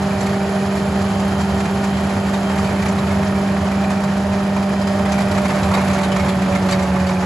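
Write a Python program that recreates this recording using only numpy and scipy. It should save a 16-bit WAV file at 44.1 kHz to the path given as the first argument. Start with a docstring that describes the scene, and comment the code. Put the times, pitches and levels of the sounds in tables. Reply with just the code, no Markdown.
"""A small tracked diesel loader cuts a trench through turf, a few metres away.
The hum of its cooling fan sits on top of engine clatter and a hydraulic whine. The toothed wheel
rumbles underneath, churning earth and flinging soil and stones that crack, boom and clank in its
steel hood. After five seconds the ground turns stonier: the rattle thickens and the engine sags."""
import sys
import numpy as np
from scipy import signal
from scipy.fft import rfft, irfft
from scipy.io import wavfile
from scipy.ndimage import uniform_filter1d, map_coordinates

SR = 44100
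rng = np.random.default_rng(int(sys.argv[2]) if len(sys.argv) > 2 else 0)


def file_out(sig):
    """Save sig as 16-bit WAV at sys.argv[1]."""
    # one column per channel
    cols = np.atleast_2d(sig).T
    # limit, then scale
    lim = np.clip(cols, -1, 1)
    pcm = np.round(lim * 32767).astype(np.int16)
    wavfile.write(sys.argv[1], SR, pcm)


N = 319725
T = np.arange(N) / SR
BINS = np.maximum(np.arange(N // 2 + 1) * SR / N, 1)

# fader ride on the fan's octave: time_s, level_db
FAN_OCTAVE_RIDE = [(0, -30.5), (.35, -28.5), (1.1, -31), (1.6, -31), (2, -32.5), (2.9, -31), (3.6, -34.5),
                   (5.2, -34), (7.25, -34)]
# fan overtones above the octave, engine running free: blade_rate_multiple, level_db
FAN_OVERTONES = [(3, -38), (4, -35.2)]
# fader ride on the thin whine high above the hum: time_s, level_db
FAN_WHINE_RIDE = [(0, -57), (.8, -53), (1.35, -44.5), (1.9, -47), (2.5, -48), (3, -52), (3.5, -50),
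                  (4, -57), (4.7, -50), (5.3, -49), (5.8, -57), (7.25, -58)]
# tone colour of the engine block: frequency_hz, gain_db
BLOCK_EQ = [(60, -33), (220, 6.5), (500, -3), (700, 12.5), (1200, 4), (1850, 6.5), (2400, -11), (3000, -10),
            (4700, -4), (5700, -6), (7400, -11), (10800, -19), (12000, -26)]
# strong engine tones: crank_rate_multiple, level_db
ENGINE_ORDERS = [(2, -37), (3, -36.5), (12, -42.5), (22, -48), (25, -46), (28.5, -47), (37, -47),
                 (46.5, -52), (60, -57.5)]
# whine of the hydraulic motor: time_s, pitch_hz
MOTOR_PITCH = [(0, 617), (1.0, 621), (1.4, 648), (1.9, 648), (2.6, 632), (4.2, 612), (5.05, 611),
               (6.25, 581), (7.25, 556)]
# bands of oil hiss in the valves: centre_hz, width_hz, gain_db
VALVE_BANDS = [(3100, 300, -2), (4200, 450, 0), (4850, 300, -2), (6600, 350, -3), (7400, 350, -3),
               (10700, 700, -6)]
# how hard the wheel is pushed into the earth: time_s, feed_0_to_1
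WHEEL_FEED = [(0, .35), (.6, .25), (1.3, .76), (1.8, .65), (2.3, .1), (2.8, .98), (3.2, .7), (3.55, .3),
              (4.7, 0), (5.05, .3), (5.35, .85), (6.7, .7), (7.25, .15)]
# how stony the ground is: time_s, stoniness_0_to_1
STONINESS = [(0, 0.14), (1.1, 0.24), (2.3, 0.34), (2.8, 0.5), (3.4, 0.23), (4.7, 0), (5.2, .6), (5.75, 1),
             (6.15, .63), (6.7, 0.47), (7.25, 0.18)]
# low resonances of wheel and frame: pitch_hz, width_hz, gain_db
FRAME_MODES = [(80.4, 6.6, 0), (96, 25, -5), (142.7, 11.5, -7.5), (176.2, 27, -4.5)]
# tone colour of churned earth: frequency_hz, gain_db
CHURN_EQ = [(20, -21), (45, -15), (110, -7.5), (230, 0), (330, -2.5), (480, -4), (540, -4.5), (630, -1.5),
            (740, -4), (1000, -9.5), (1500, -11), (2200, -17), (3000, -19), (8000, -39)]
# resonances of the steel hood: pitch_hz, width_hz, gain_db
HOOD_MODES = [(710, 170, -5.5), (940, 140, -3), (1157, 160, -4.5), (1540, 55, -12.5), (2080, 140, -13.5)]
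# tone colour of the soil spray: frequency_hz, gain_db
SPRAY_EQ = [(400, -20), (1200, -1), (2200, 1.5), (2900, -1.5), (4000, 0.3), (4800, .3), (5600, -4),
            (7400, 0), (8200, -1.5), (10800, -2), (12000, -7)]
# ring of the steel teeth: pitch_hz, width_hz, gain_db
TOOTH_MODES = [(1570, 70, -2), (1760, 70, -1), (1880, 60, -2), (2340, 45, 1), (2490, 55, 0)]
# fader ride on the grit clinking on the teeth: time_s, level_db
CLINK_RIDE = [(0, -41.5), (.75, -43), (1.05, -49), (1.6, -43), (2.3, -44), (2.9, -41.5), (3.8, -39.5),
              (4.4, -44), (5.6, -41), (6.7, -40), (7.25, -38.5)]
# big stones hitting the hood, levels before the mix trims: start_s, crack_db, boom_db, plate_hz, clank_db
STONE_HITS = [(.020, -24, -31, 6100, -31), (.206, -20.5, -30, 7300, -25), (.264, -21.5, -34, 2200, -28),
              (.292, -24, -26, 2400, -26), (.707, -26, -25, 2400, -28), (.771, -26, -30, 2400, -28),
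              (1.197, -23, -28, 7300, -27), (1.408, -24, -36, 7300, -28), (1.602, -23, -22, 4200, -30),
              (1.654, -22.5, -34, 2350, -25), (1.841, -22, -21, 7300, -29), (1.968, -26, -30, 2400, -29),
              (2.093, -25, -28, 2300, -24), (2.336, -22.5, -26, 2370, -23), (2.342, -28, -26, 3700, -27),
              (2.496, -25.5, -20, 1550, -25), (2.582, -22.5, -23, 7300, -29), (2.643, -25, -25, 4500, -27),
              (2.823, -23, -34, 2370, -20), (2.860, -26, -26, 2330, -20), (2.884, -21, -30, 7190, -26),
              (2.985, -27, -26, 3960, -26), (3.069, -26, -34, 4500, -27), (3.106, -25, -28, 2100, -21),
              (3.230, -27, -26, 2200, -25), (3.714, -26, -26, 2370, -26), (3.839, -28, -27, 2370, -24),
              (3.901, -22, -24, 2500, -27), (4.038, -22.5, -24, 4700, -29), (4.318, -31, -24, 2450, -27),
              (4.564, -25, -20.5, 2370, -24), (4.625, -29, -23, 2450, -26), (4.814, -23.5, -32, 5000, -28),
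              (4.872, -21.5, -24, 5000, -26), (5.056, -23, -33, 2020, -21), (5.120, -16, -32, 6100, -22),
              (5.137, -25, -35, 2330, -22), (5.180, -25, -22, 2330, -21), (5.204, -21, -22, 4600, -27),
              (5.311, -21.5, -26, 4700, -28), (5.377, -18.5, -19, 2280, -21),
              (5.452, -23.5, -22, 2200, -22), (5.501, -21.5, -22, 2070, -20), (5.587, -26, -22, 1550, -25),
              (5.630, -18.5, -28, 3920, -23), (5.714, -27, -16.5, 800, -18), (5.738, -21.5, -16, 4570, -19),
              (5.746, -28, -24, 2200, -18), (5.770, -21, -15.5, 950, -16), (5.899, -22, -21, 2330, -20),
              (5.932, -19, -25, 6110, -25), (5.985, -21.5, -24, 2300, -23), (6.033, -20, -21, 3790, -21),
              (6.119, -21.5, -33, 2970, -18.5), (6.162, -18.5, -18.5, 2200, -22),
              (6.196, -21.5, -34, 2200, -19), (6.289, -20.5, -32, 4130, -21), (6.420, -25, -30, 2300, -26),
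              (6.550, -19.5, -20, 2110, -17), (6.688, -17.5, -20.5, 4180, -22),
              (6.709, -15.5, -30, 7500, -22), (6.722, -18, -25, 4600, -16), (6.727, -26, -30, 2200, -16),
              (6.793, -25, -36, 2300, -24), (6.824, -23, -30, 7300, -27), (6.959, -30, -19, 2200, -25),
              (6.999, -23.5, -36, 2400, -24), (7.066, -22.5, -32, 4570, -28), (7.091, -20, -24, 2200, -21),
              (7.225, -24, -22, 2400, -26)]
# tone colour of stone knocks: frequency_hz, gain_db
KNOCK_EQ = [(500, -10), (1500, 0), (2300, 1.5), (3100, -2), (4300, -.5), (5800, -4.5), (7500, -4),
            (12000, -11)]
# ring of the wheel when a stone hits: pitch_hz, width_hz, gain_db
WHEEL_RING_MODES = [(1850, 70, 0), (2140, 60, 2), (2420, 60, 1), (4180, 110, -7), (4570, 80, -5),
                    (6080, 110, -7), (7280, 110, -6), (7720, 90, -7)]
# partials of a struck plate: pitch_ratio, gain_db
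PLATE_PARTIALS = [(.66, -7), (.83, -4), (1, 0), (1.72, -7), (2.5, -12)]
# swelling oil whistles: peak_s, half_length_s, peak_db, faint_pitch_hz, rise_hz
OIL_WHISTLES = [(.23, .06, -51, 10830, 35), (.6, .05, -53, 10830, 35), (4.6, .3, -59, 4790, 60),
                (5.1, .4, -52.5, 4900, 140), (6.3, .22, -49, 3170, 110)]
# stereo image, 1 the same in both ears and -1 opposed: frequency_hz, correlation
EAR_LIKENESS = [(200, .985), (450, .95), (800, .9), (1400, .84), (2200, .56), (3200, .33), (4900, .72),
                (5400, .45), (6200, .92), (7500, .92), (8400, -.9), (9600, -.9), (10300, .92)]
# stereo balance: frequency_hz, left_minus_right_db
EAR_BALANCE = [(60, -0.5), (220, -1), (390, 0), (470, 4), (580, -7.5), (800, -3), (1000, -4.5), (1400, -2),
               (1800, -3.5), (2400, -1.5), (3000, 4.5), (4000, 1.2), (7000, 0.5)]

FREE_BLADE_HZ, BLADES_PER_CRANK_TURN = 196.7, 3.9375
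BOG_S, SAG_HZ_PER_S = 5.23, 5.6  # when the engine bogs; how fast the fan's pitch sinks
SHIFT_S = 4.7  # over this time the balance shifts: the hum grows and the valve hiss falls back
# Each pair: base value, then the change once the balance has shifted or at full strain, feed or stoniness.
HUM_DB, HUM_SHIFT_DB = -21, 2
MOTOR_DB, MOTOR_STRAIN_DB = -43, 12.5
HISS_DB, HISS_SHIFT_DB = -43, -9
RUMBLE_DB, RUMBLE_FEED_DB = -29, 6
CHURN_DB, CHURN_STONY_DB = -27.5, 3.5
CLOD_DB, CLOD_STONY_DB = -10.5, 3  # relative to the churn
SPRAY_DB, SPRAY_STONY_DB = -44, 7
PEBBLES_PER_S, PEBBLES_STONY_PER_S = 10, 40
PEBBLE_DB, PEBBLE_STONY_DB = -35, 8.5  # before the mix trims


def undb(db):
    """Decibels to gain."""
    return 10 ** (np.asarray(db) / 20)


def unit(x):
    """Scale to rms 1."""
    return x / np.sqrt(np.mean(x ** 2))


def ride(points):
    """An automation lane: straight lines between (time_s, value) points."""
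    return np.interp(T, *np.transpose(points))


def across(points):
    """Draw (frequency_hz, value) points across every frequency bin."""
    hz, value = np.transpose(points)
    return np.interp(np.log(BINS), np.log(hz), value)


def colour(x, eq):
    """Shape a sound with an EQ curve."""
    return irfft(rfft(x) * undb(across(eq)), N)


def resonate(x, modes):
    """Pass a sound through a bank of steep resonances."""
    power = 0
    for hz, width, db in modes:
        detune = (BINS ** 2 - hz ** 2) / (BINS * width * 2)
        power += undb(db) ** 2 / (1 + detune ** 2) ** 2
    return irfft(rfft(x) * np.sqrt(power), N)


def strike(blows, modes):
    """Blows ring decaying steel modes, each blow in a different mix; two channels."""
    age = T[:SR // 10]
    out = np.zeros((2, N))
    for hz, width, db in modes:
        mode = undb(db) * np.sqrt(width) * np.sin(2 * np.pi * hz * age) * np.exp(-np.pi * width * age)
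        out += signal.fftconvolve(blows * rng.uniform(-.93, 1, (2, N)), mode[None], axes=1)[:, :N]
    return out


def drift(rate_hz):
    """Smooth random modulation of rms 1, moving at up to about rate_hz."""
    return unit(irfft(rfft(rng.standard_normal(N)) / (1 + (BINS / rate_hz) ** 4), N))


def turns(hz):
    """Cycles completed at a changing rate."""
    return np.cumsum(hz) / SR


def tone(cycles):
    """A sine of rms 1 that starts anywhere in its cycle."""
    return np.sqrt(2) * np.sin(2 * np.pi * (cycles + rng.random()))


def spread(pair):
    """Two unrelated signals become left and right, nearly mono in the bass."""
    likeness = np.clip(across(EAR_LIKENESS), -1, 1)
    mid, side = rfft(pair) * np.sqrt([1 + likeness, 1 - likeness])
    return irfft(np.array([mid + side, mid - side]), N)


def grains(per_s, scatter_db):
    """Tiny random impacts of scattered size; two channels."""
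    size = undb(scatter_db * np.clip(rng.standard_normal(N), -2, 2))
    struck = rng.random(N) < per_s / SR
    return size * struck * rng.standard_normal((2, N))


def fan(blade_hz, load, shifted):
    """Blades chop the air: a strong hum whose overtones waver with the inflow and fade as it slows."""
    blade = turns(blade_hz)
    hum = undb(HUM_DB + HUM_SHIFT_DB * shifted + .19 * drift(6.6)) * tone(blade + .0038 * drift(11))
    octave = undb(ride(FAN_OCTAVE_RIDE) + .7 * drift(7)) * tone(2 * blade + .012 * drift(7))
    upper = sum(undb(db + 1.9 * drift(7)) * tone(k * blade + .04 * drift(6)) for k, db in FAN_OVERTONES)
    ear_cycles = np.array([[-.15], [.15]])  # the thin whine reaches the left ear later
    whine = undb(ride(FAN_WHINE_RIDE) + 1.8 * drift(7)) * tone(16 * blade + .1 * drift(6) + ear_cycles)
    return hum + octave + undb(-6 * load) * upper + whine


def engine(crank_hz):
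    """Four-cylinder diesel: the same clatter comes round every two turns, swelling at each firing."""
    crank = turns(crank_hz)
    loop = rng.standard_normal((2, 1764))
    playhead = (crank / 2 % 1) * loop.shape[1] + 1.3 * drift(30)
    clatter = np.array([map_coordinates(side, [playhead], order=3, mode="grid-wrap") for side in loop])
    firing = 1 + .15 * np.exp(-(2 * crank % 1) / .86)
    block = unit(colour(spread(clatter * firing * undb(2.44 * drift(22))), BLOCK_EQ))
    drone = sum(undb(db + 1.75 * drift(3.5)) * tone(k * crank + .098 * drift(1.87))
                for k, db in ENGINE_ORDERS)
    return undb(-33.5) * block + drone


def pump(crank_hz, load):
    """The nine-piston pump sings at twice its piston rate, louder under load."""
    return undb(-41.5 + 6.5 * load + 1.8 * drift(6)) * tone(18 * turns(crank_hz))


def hydraulic_motor(free_hz=652.3, full_strain_drop_hz=45.7, shake_db=4.5, shake_hz=9):
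    """The motor's whine drops, grows and steadies as it is held back and oil pressure builds."""
    pitch_hz = ride(MOTOR_PITCH)
    strain = np.clip((free_hz - pitch_hz) / full_strain_drop_hz, 0, 1)
    shake = 1 - .62 * strain
    level_db = MOTOR_DB + MOTOR_STRAIN_DB * strain + shake_db * shake * drift(28) + drift(2)
    return undb(level_db) * tone(turns(pitch_hz + shake_hz * shake * drift(25)))


def valve_hiss(shifted):
    """Oil hisses through the valves, falling back in the mix as the balance shifts."""
    hiss = unit(resonate(spread(rng.standard_normal((2, N))), VALVE_BANDS))
    return undb(HISS_DB + HISS_SHIFT_DB * shifted ** 2) * hiss


def cutter_wheel(crank_hz, stony):
    """Over the frame's rumble, teeth bite about thirty times a second, throwing crumbs and clods."""
    tooth = turns(crank_hz * .61)
    # some of the eight teeth dig deeper on every turn; each bite also differs by chance
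    depth_db = 1.3 * np.resize(rng.standard_normal(8), 512)
    depth_db += 2.5 * np.clip(rng.standard_normal(512), -2, 1.2)
    bite = undb(depth_db[tooth.astype(int)]) * np.exp(-(tooth % 1) / .5)
    bite = uniform_filter1d(bite, size=260)  # soft earth gives way over some milliseconds
    rumble = unit(resonate(spread(rng.standard_normal((2, N))), FRAME_MODES))
    churn = unit(colour(spread(grains(8000, 1.8) * (1 + .052 * bite)), CHURN_EQ))
    clods = unit(resonate(spread(grains(1100, 1) * (.8 + bite)), HOOD_MODES))
    spray = unit(colour(spread(grains(12000, 2) * (1 + 1.7 * bite)), SPRAY_EQ))
    earth = churn + undb(CLOD_DB + CLOD_STONY_DB * stony) * clods
    return (undb(RUMBLE_DB + RUMBLE_FEED_DB * ride(WHEEL_FEED)) * rumble
            + undb(CHURN_DB + CHURN_STONY_DB * stony) * earth
            + undb(SPRAY_DB + SPRAY_STONY_DB * stony) * spray)


def grit_clinks(per_s=60):
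    """Grit strikes the steel teeth so often that the rings merge into a soft jingle."""
    blows = rng.random(N) < per_s / SR
    return undb(ride(CLINK_RIDE)) * unit(spread(strike(blows, TOOTH_MODES)))


def pebble_hits(stony, centre_hz=2275):
    """Pebbles land at random, more and harder in stony ground: rows like those of STONE_HITS."""
    struck = rng.random(N) < (PEBBLES_PER_S + PEBBLES_STONY_PER_S * stony) / SR
    levels_db = PEBBLE_DB + PEBBLE_STONY_DB * stony + rng.standard_normal((3, N))
    crack_db, boom_db, clank_db = levels_db[:, struck]
    plate_hz = centre_hz * (1 + .104 * rng.standard_normal(N)[struck])  # differs from spot to spot
    return list(zip(T[struck], crack_db, boom_db, plate_hz, clank_db))


def stones(stony, attack_s=.0045, decay_s=.0115, rattle_trim_db=-5.2, boom_trim_db=1.3,
           clank_trim_db=-3.7):
    """Each stone is a short burst of knocks that booms the hood, rings the wheel and clanks a plate."""
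    crack_power, boom_power, clanks = np.zeros(N), np.zeros(N), np.zeros((2, N))
    knocks = spread(grains(9000, 1.2))
    for start_s, crack_db, boom_db, plate_hz, clank_db in list(STONE_HITS) + pebble_hits(stony):
        start = max(int((start_s - attack_s / 2) * SR), 0)
        age = T[:min(SR // 10, N - start)]
        span = slice(start, start + len(age))
        burst = (1 - np.exp(-age / attack_s)) * np.exp(-age / decay_s)
        crack_power[span] += (undb(crack_db) * burst) ** 2
        boom_power[span] += (undb(boom_db) * burst) ** 2
        clanks[:, span] += undb(clank_db) * plate_clank(burst, plate_hz)
    rattle = undb(rattle_trim_db) * unit(colour(knocks, KNOCK_EQ)) * np.sqrt(crack_power)
    boom = undb(boom_trim_db) * unit(resonate(knocks, HOOD_MODES)) * np.sqrt(boom_power)
    wheel_ring = unit(spread(strike(np.sqrt(crack_power), WHEEL_RING_MODES)))
    wheel_ring *= undb(-3) * np.std(rattle)  # tucked just under the rattle
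    return rattle + boom + wheel_ring + undb(clank_trim_db) * spread(clanks)


def plate_clank(burst, pitch_hz, decay_cycles=10):
    """A struck plate rings at its own pitch; soil damps it quickly, and high partials die first."""
    length = len(burst)
    cycles = pitch_hz * T[:length]
    plate = sum(undb(db) * np.sin(2 * np.pi * ratio * cycles) * np.exp(-ratio * cycles / decay_cycles)
                for ratio, db in PLATE_PARTIALS)
    contact = rng.standard_normal((2, length)) * burst
    clank = signal.fftconvolve(contact, plate[None], axes=1)[:, :length]
    return clank / (np.abs(clank).max(axis=1, keepdims=True) + 1e-18)


def oil_whistles():
    """Oil whistles through the valves, bending up in pitch as each whistle swells."""
    out = np.zeros(N)
    for peak_s, half_length_s, peak_db, faint_hz, rise_hz in OIL_WHISTLES:
        swell = np.exp(-((T - peak_s) / half_length_s) ** 2 / 2)
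        gain = swell * undb(peak_db + 2.5 * drift(14))
        out += gain * tone(turns(faint_hz + rise_hz * swell + 18 * drift(30)))
    return out


def scene():
    """The governor holds speed until stony ground bogs the engine at BOG_S; fan, pump and wheel sag too."""
    blade_hz = FREE_BLADE_HZ - SAG_HZ_PER_S * np.maximum(T - BOG_S, 0)
    crank_hz = blade_hz / BLADES_PER_CRANK_TURN
    load = (FREE_BLADE_HZ - blade_hz) / (FREE_BLADE_HZ - blade_hz.min())
    shifted = np.minimum(T / SHIFT_S, 1)
    stony = ride(STONINESS)
    machine = fan(blade_hz, load, shifted) + engine(crank_hz)
    hydraulics = pump(crank_hz, load) + hydraulic_motor() + valve_hiss(shifted) + oil_whistles()
    digging = cutter_wheel(crank_hz, stony) + grit_clinks() + stones(stony)
    return machine + hydraulics + digging


def record(dry):
    """The midrange leans to the right, and a steep low-pass takes off the top."""
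    tilt_db = np.array([[.5], [-.5]]) * across(EAR_BALANCE)
    panned = irfft(rfft(dry) * undb(tilt_db), N)
    return signal.sosfilt(signal.ellip(8, .2, 70, 11600, fs=SR, output="sos"), panned)


dry = scene()
out = record(dry)
file_out(out)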